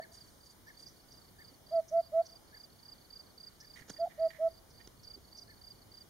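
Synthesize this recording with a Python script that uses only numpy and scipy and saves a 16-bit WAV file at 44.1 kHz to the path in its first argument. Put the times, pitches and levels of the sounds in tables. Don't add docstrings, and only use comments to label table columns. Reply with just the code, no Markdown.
import sys
import numpy as np
from scipy import signal
from scipy.fft import rfft, irfft
from scipy.io import wavfile
from scipy.ndimage import uniform_filter1d

SR = 44100
rng = np.random.default_rng(int(sys.argv[2]) if len(sys.argv) > 2 else 0)


def master_out(mix):
    frames = np.transpose(np.atleast_2d(mix))
    ceiling = np.clip(frames, -1, 1)
    pcm = np.round(ceiling * 32767).astype(np.int16)
    wavfile.write(sys.argv[1], SR, pcm)


N = 268833


def amp(db):
    return 10 ** (np.asarray(db) / 20)


def unit(x):
    return x / np.sqrt(np.mean(x ** 2) + 1e-20)


def read(points, hz):
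    f, value = np.transpose(points)
    return np.interp(np.log(hz + 1), np.log(f), value)


def add(mix, s, sound):
    start = round(s * SR)
    sound = sound[:, max(-start, 0):]
    part = mix[:, max(start, 0):][:, :sound.shape[1]]
    part += sound[:, :part.shape[1]]


def progress(length):
    return np.linspace(0, 1, max(round(length * SR), 16))


def wander(count, hz):
    f = np.fft.rfftfreq(count + 4096, 1 / SR)
    spectrum = rfft(rng.standard_normal(count + 4096))
    return unit(irfft(spectrum * np.exp(-(f / hz) ** 2)))[:count]


def burst(length, colour):
    u = progress(length)
    spectrum = rfft(rng.standard_normal(16384))
    noise = irfft(spectrum * colour(np.fft.rfftfreq(16384, 1 / SR)))[:len(u)]
    return unit(noise) * np.sin(np.pi * u)


def hump(hz, width_hz):
    return lambda f: 1 / (1 + ((f - hz) / width_hz) ** 4)


# start in seconds, length in seconds, level in dB, then pitch in Hz early, in the middle, at the end.
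HOOTS = [(-.1035, .113, -23, 650, 665, 670), (1.702, .111, -23.4, 672, 665, 637),
         (1.904, .113, -22.1, 661, 672, 669), (2.113, .113, -22.1, 648, 664, 679),
         (3.980, .081, -26.4, 668, 674, 692), (4.053, .015, -34, 790, 790, 765),
         (4.063, .021, -33.5, 735, 695, 625), (4.171, .115, -24, 649, 658, 640),
         (4.380, .112, -24.1, 644, 659, 658)]
# multiple of the pitch, level in dB before the boost at closing.
OVERTONES = [(2, -40.5), (3, -51.5)]
HOOT_SWELL, HOOT_RELEASE, HOOT_SHUT_S = 0.37, 0.13, 0.0068


def hoot(s, length, db, early_hz, middle_hz, end_hz, scoop=.86, waver=0.002, closing_db=5, steepness=2.01):
    u = progress(length)
    hz = np.interp(u, [0, .25, .62, 1], [early_hz * scoop, early_hz, middle_hz, end_hz])
    wavering_hz = uniform_filter1d(hz, size=400) * (1 + waver * wander(len(u), 120))
    turns = np.cumsum(wavering_hz) / SR
    release = max(HOOT_RELEASE, HOOT_SHUT_S / length)
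    opening = 1 - np.exp(-(u / HOOT_SWELL) ** steepness)
    closing = 1 - np.exp(-((1 - u) / release) ** 2)
    swell = opening * closing
    tone = swell * np.sin(2 * np.pi * turns)
    edge = abs(swell) ** .5 * amp(closing_db * np.exp(-((u - .88) / 0.38) ** 2))
    for multiple, overtone_db in OVERTONES:
        level = amp(overtone_db + 1.9 * wander(len(u), 56)) * edge
        tone += level * np.sin(2 * np.pi * round(multiple) * turns)
    return s, amp(db) * tone


# centre of the first wing stroke in seconds, level of a full stroke in dB.
NEAR_CHIRPS = [(.122, -52), (.411, -56), (.775, -49.5), (1.088, -56), (1.393, -54), (1.670, -53),
               (1.975, -55.5), (2.270, -52.5), (2.549, -49.5), (2.833, -49.5), (3.108, -46), (3.382, -46),
               (3.650, -52), (3.915, -48.5), (4.199, -52), (4.488, -57.5), (4.758, -56), (5.052, -46),
               (5.330, -48.5), (5.619, -48.5), (5.921, -49.5)]
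STROKE_GAP_S, GAP_GROWTH_S, STROKE_SAG = .027, .0045, .095
STROKE_S, FIRST_SHORTER, FIRST_LOWER, FIRST_SOFTER_DB = .029, 0.52, 0.021, 3.5


def cricket(chirps, hz, rasp, vary_db, grain_db, count=4, taper=1.1):
    for s, db in chirps:
        for k in range(count):
            lack = np.exp(-k)
            length = STROKE_S * (1 - FIRST_SHORTER * lack)
            u = progress(length)
            stroke_hz = hz * (1 - FIRST_LOWER * lack - STROKE_SAG * u ** 3)
            teeth_hz = stroke_hz * (1 + rasp * wander(len(u), 700))
            stroke_db = db - FIRST_SOFTER_DB * lack + vary_db * rng.standard_normal()
            swell = abs(np.sin(np.pi * u)) ** taper * amp(stroke_db)
            grip = amp(grain_db * wander(len(u), 370))
            yield s - length / 2, swell * grip * np.sin(2 * np.pi * np.cumsum(teeth_hz) / SR)
            s = s + STROKE_GAP_S + k * GAP_GROWTH_S


# time in seconds, level of a full stroke in dB.
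FAR_LEVEL = [(.15, -61), (.5, -66.5), (2, -64.5), (3.1, -61.5), (3.9, -70.5), (4.9, -67), (5.3, -61)]
FAR_FIRST_S, FAR_PERIOD_S = -.063, .2518


def far_chirps(stray_s=0.0028):
    times = np.arange(FAR_FIRST_S, N / SR - FAR_PERIOD_S, FAR_PERIOD_S)
    strayed = times + stray_s * rng.standard_normal(len(times))
    return zip(strayed, np.interp(times, *np.transpose(FAR_LEVEL)))


# centre in seconds, length in seconds, level in dB, resonance in Hz.
TICKS = [(.683, 0.039, -63, 5040), (.881, 0.05, -57.5, 5400), (1.126, 0.019, -56.5, 5330),
         (1.891, 0.025, -55.5, 5886), (2.265, 0.029, -56, 5694), (3.611, 0.025, -53, 5400),
         (4.709, 0.022, -63, 5300), (5.040, 0.021, -55.5, 5080), (5.382, 0.036, -52.5, 5400)]
# centre in seconds, length in seconds, level in dB, resonance in Hz.
BUMPS = [(1.522, .024, -60.5, 300), (3.816, .016, -52.5, 150), (3.906, .022, -53.5, 160),
         (5.172, .03, -56, 335)]


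def puffs(rows, width_hz, grain_db):
    for s, length, db, hz in rows:
        sound = burst(length, hump(hz, width_hz))
        grain = unit(amp(grain_db * wander(len(sound), width_hz / 2)))
        yield s - length / 2, amp(db) * sound * grain


# start in seconds, level in dB.
PEEPS = [(.003, -49), (.664, -51.5), (1.382, -54), (2.522, -54.5), (3.606, -59.5), (5.478, -58.5)]
PEEP_S, PEEP_HZ, PEEP_ARCH = .055, 1808, .1
FLIP_AT_S, FLIP_S, FLIP_RATIO, FLIP_DB = .033, .012, 1.2, -4


def peep(s, db, rough=0.011, vary=.008, hoarse_db=1.5):
    u = progress(PEEP_S)
    flip = np.exp(-(2 * (u * PEEP_S - FLIP_AT_S) / FLIP_S) ** 8)
    hz = PEEP_HZ * (1 - PEEP_ARCH * (2 * u - 1) ** 2) * FLIP_RATIO ** flip
    level = amp(db + FLIP_DB * flip + hoarse_db * wander(len(u), 300))
    swell = level * abs(np.sin(np.pi * u)) ** .5
    pitch = hz * (1 + vary * rng.standard_normal() + rough * wander(len(u), 300))
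    return s, swell * np.sin(2 * np.pi * np.cumsum(pitch) / SR)


# centre in seconds, length in seconds, level in dB.
SCUFFS = [(3.811, 0.004, -52.5), (3.895, 0.04, -59), (3.901, 0.015, -45), (4.876, 0.0076, -52.5)]
# frequency in Hz, relative level in dB.
SCUFF_COLOUR = [(60, -4), (300, 9.5), (700, -5), (1050, -9), (1400, 3), (2200, -4.5), (4000, -5),
                (6800, 3.5), (8500, -13), (10500, -8.5), (13000, -25.5)]
# centre in seconds, length in seconds, level in dB.
RUSTLES = [(3.768, 0.028, -58), (3.793, 0.047, -63), (3.826, .018, -62), (3.973, .028, -67.5),
           (4.115, .05, -68), (4.21, 0.24, -75.5), (4.310, .022, -58.5), (4.352, .1, -65.5),
           (4.808, 0.031, -66.5)]
# frequency in Hz, relative level in dB.
RUSTLE_COLOUR = [(900, -21.5), (1550, -11.5), (1850, 4), (2100, -2.5), (2450, -7.5), (3200, -15.5),
                 (4200, -17.5), (8000, -33)]
# centre in seconds, length in seconds, level in dB.
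SWISHES = [(.145, 0.057, -62), (.26, .35, -72), (.46, 0.043, -68), (.515, 0.036, -66), (.81, 0.078, -65),
           (3.78, .089, -66.5), (3.925, 0.046, -65)]
# frequency in Hz, relative level in dB.
SWISH_COLOUR = [(2000, -22.5), (4000, -9.5), (6000, -0.5), (9000, -3), (11000, -8), (14000, -32)]


def scrapes(rows, colour, grain_hz, grain_db):
    for s, length, db in rows:
        sound = burst(length, lambda f: amp(read(colour, f)))
        grain = unit(amp(grain_db * wander(len(sound), grain_hz)))
        yield s - length / 2, amp(db) * sound * grain


# frequency in Hz, time to fall by 60 dB in seconds.
ECHO_T60 = [(300, 0.47), (700, 0.56), (2000, 0.98), (6000, 0.32), (12000, 0.13)]
# delay in seconds, level in dB against the diffuse echo.
REFLECTIONS = [(.043, -0.5), (.135, -12)]


def path(right_db, echo_db, scatter_db, scatter_s, lag_samples=0.):
    size = 30000
    taps = rng.choice([-1., 1.], (2, size)) * (rng.random((2, size)) < 2000 / SR)
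    hz, t, z = signal.stft(taps, SR, nperseg=256)
    decay = amp(-60 * t / read(ECHO_T60, hz)[:, None])
    tail = signal.istft(z * decay, SR, nperseg=256)[1][:, :size]
    t = np.arange(size) / SR
    tail = tail * np.clip(t / 0.0093, 0, 1) ** 2
    scatter = rng.standard_normal((2, size)) * np.exp(-t / scatter_s)
    scatter, tail = (x / np.linalg.norm(x, axis=1, keepdims=True) for x in (scatter, tail))
    for delay, db in REFLECTIONS:
        tail[:, round(delay * SR)] += amp(db)
    lags = np.array([[lag_samples], [0]])
    direct = np.sinc(np.arange(size) - 16 - lags) * (np.arange(size) < 48)
    sides = amp(np.array([[-right_db], [right_db]]) / 2)
    return sides * (direct + amp(scatter_db) * scatter) + amp(echo_db) * tail


def place(sounds, way):
    mix = np.zeros((2, N))
    for s, sound in sounds:
        add(mix, s, signal.fftconvolve(sound[None], way, axes=1))
    return mix


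# frequency in Hz, relative level in dB per Hz.
AIR = [(20, -19.5), (50, 0), (100, -2.5), (200, -6), (400, -9), (800, -13), (1400, -17), (2200, -20.5),
       (3500, -21), (6000, -21.5), (9000, -24.5), (15500, -27)]
# frequency in Hz, left-right likeness (1 is identical).
LIKENESS = [(30, 0.53), (70, 0.9), (180, 0.49), (400, 0.25), (1500, 0.047), (3500, 0.062), (6000, 0.26),
            (9000, 1), (14000, 0.98)]
AIR_DB = -60.5
GUST_AT_S, GUST_S, GUST_DB = 5.1, 0.73, 5


def air(wind_hz=100, lumpy_db=1.0, patchy_db=1.06):
    frames, hz = N // 512 + 5, np.fft.rfftfreq(2048, 1 / SR)
    a, b, c, d, patches = rng.standard_normal((frames, 1025, 5)).T
    patches = uniform_filter1d(patches, size=30, axis=0)
    patches = unit(uniform_filter1d(patches, size=10, axis=1))
    t = np.arange(frames) * 512 / SR
    lumps = unit(uniform_filter1d(rng.standard_normal(frames), size=20))
    wind_db = GUST_DB * np.exp(-((t - GUST_AT_S) / GUST_S) ** 2) + lumpy_db * lumps
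    gust_db = (wind_db - wind_db.mean()) / (1 + (hz[:, None] / wind_hz) ** 2)
    same = np.clip(read(LIKENESS, hz), -1, 1)[:, None]
    left = a + 1j * b
    right = same * left + np.sqrt(1 - same ** 2) * (c + 1j * d)
    z = np.array([left, right]) * amp(read(AIR, hz)[:, None] + gust_db + patchy_db * patches)
    return amp(AIR_DB) * unit(signal.istft(z, nperseg=2048, noverlap=1536)[1][:, :N])


def scene():
    rock = path(right_db=2.9, echo_db=-32.5, scatter_db=-39, scatter_s=.02)
    near_grass = path(right_db=6, echo_db=-27, scatter_db=-19, scatter_s=.006, lag_samples=-1.4)
    far_grass = path(right_db=5, echo_db=-19, scatter_db=-13, scatter_s=.006, lag_samples=-1)
    bushes = path(right_db=5.2, echo_db=-12, scatter_db=-8, scatter_s=.003)
    far_trees = path(right_db=2.7, echo_db=-22, scatter_db=-17, scatter_s=.003, lag_samples=7)
    close_by = path(right_db=4, echo_db=-18, scatter_db=-4, scatter_s=.0007)
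    far_right = path(right_db=21, echo_db=-10, scatter_db=-20.5, scatter_s=.004)
    ahead = path(right_db=2, echo_db=-8.5, scatter_db=-3.5, scatter_s=0.0041)
    mix = place([hoot(*row) for row in HOOTS], rock)
    mix += place(cricket(NEAR_CHIRPS, hz=4815, rasp=.005, vary_db=.5, grain_db=.9), near_grass)
    mix += place(cricket(far_chirps(), hz=4582, rasp=.005, vary_db=2.5, grain_db=2.14), far_grass)
    mix += place(puffs(TICKS, width_hz=860, grain_db=1.0), bushes)
    mix += place(puffs(BUMPS, width_hz=95, grain_db=2.5), near_grass)
    mix += place([peep(*row) for row in PEEPS], far_trees)
    mix += place(scrapes(SCUFFS, SCUFF_COLOUR, grain_hz=600, grain_db=3.8), close_by)
    mix += place(scrapes(RUSTLES, RUSTLE_COLOUR, grain_hz=145, grain_db=2.0), far_right)
    mix += place(scrapes(SWISHES, SWISH_COLOUR, grain_hz=1350, grain_db=4), ahead)
    mix += air()
    return mix


# centre in Hz, half width in Hz.
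NOTCHES = [(2620, 151), (7700, 286)]
EDGE_HZ = 15780


def record(dry):
    f = np.fft.rfftfreq(N, 1 / SR)
    notches = [abs(f - hz) / np.hypot(f - hz, width) for hz, width in NOTCHES]
    gain = np.prod(notches, axis=0) ** 2
    notched = irfft(rfft(dry) * gain, N)
    low_pass = signal.firwin(1023, EDGE_HZ, window=("kaiser", 9), fs=SR)
    return signal.oaconvolve(notched, low_pass[None], "same")


dry = scene()
out = record(dry)
master_out(out)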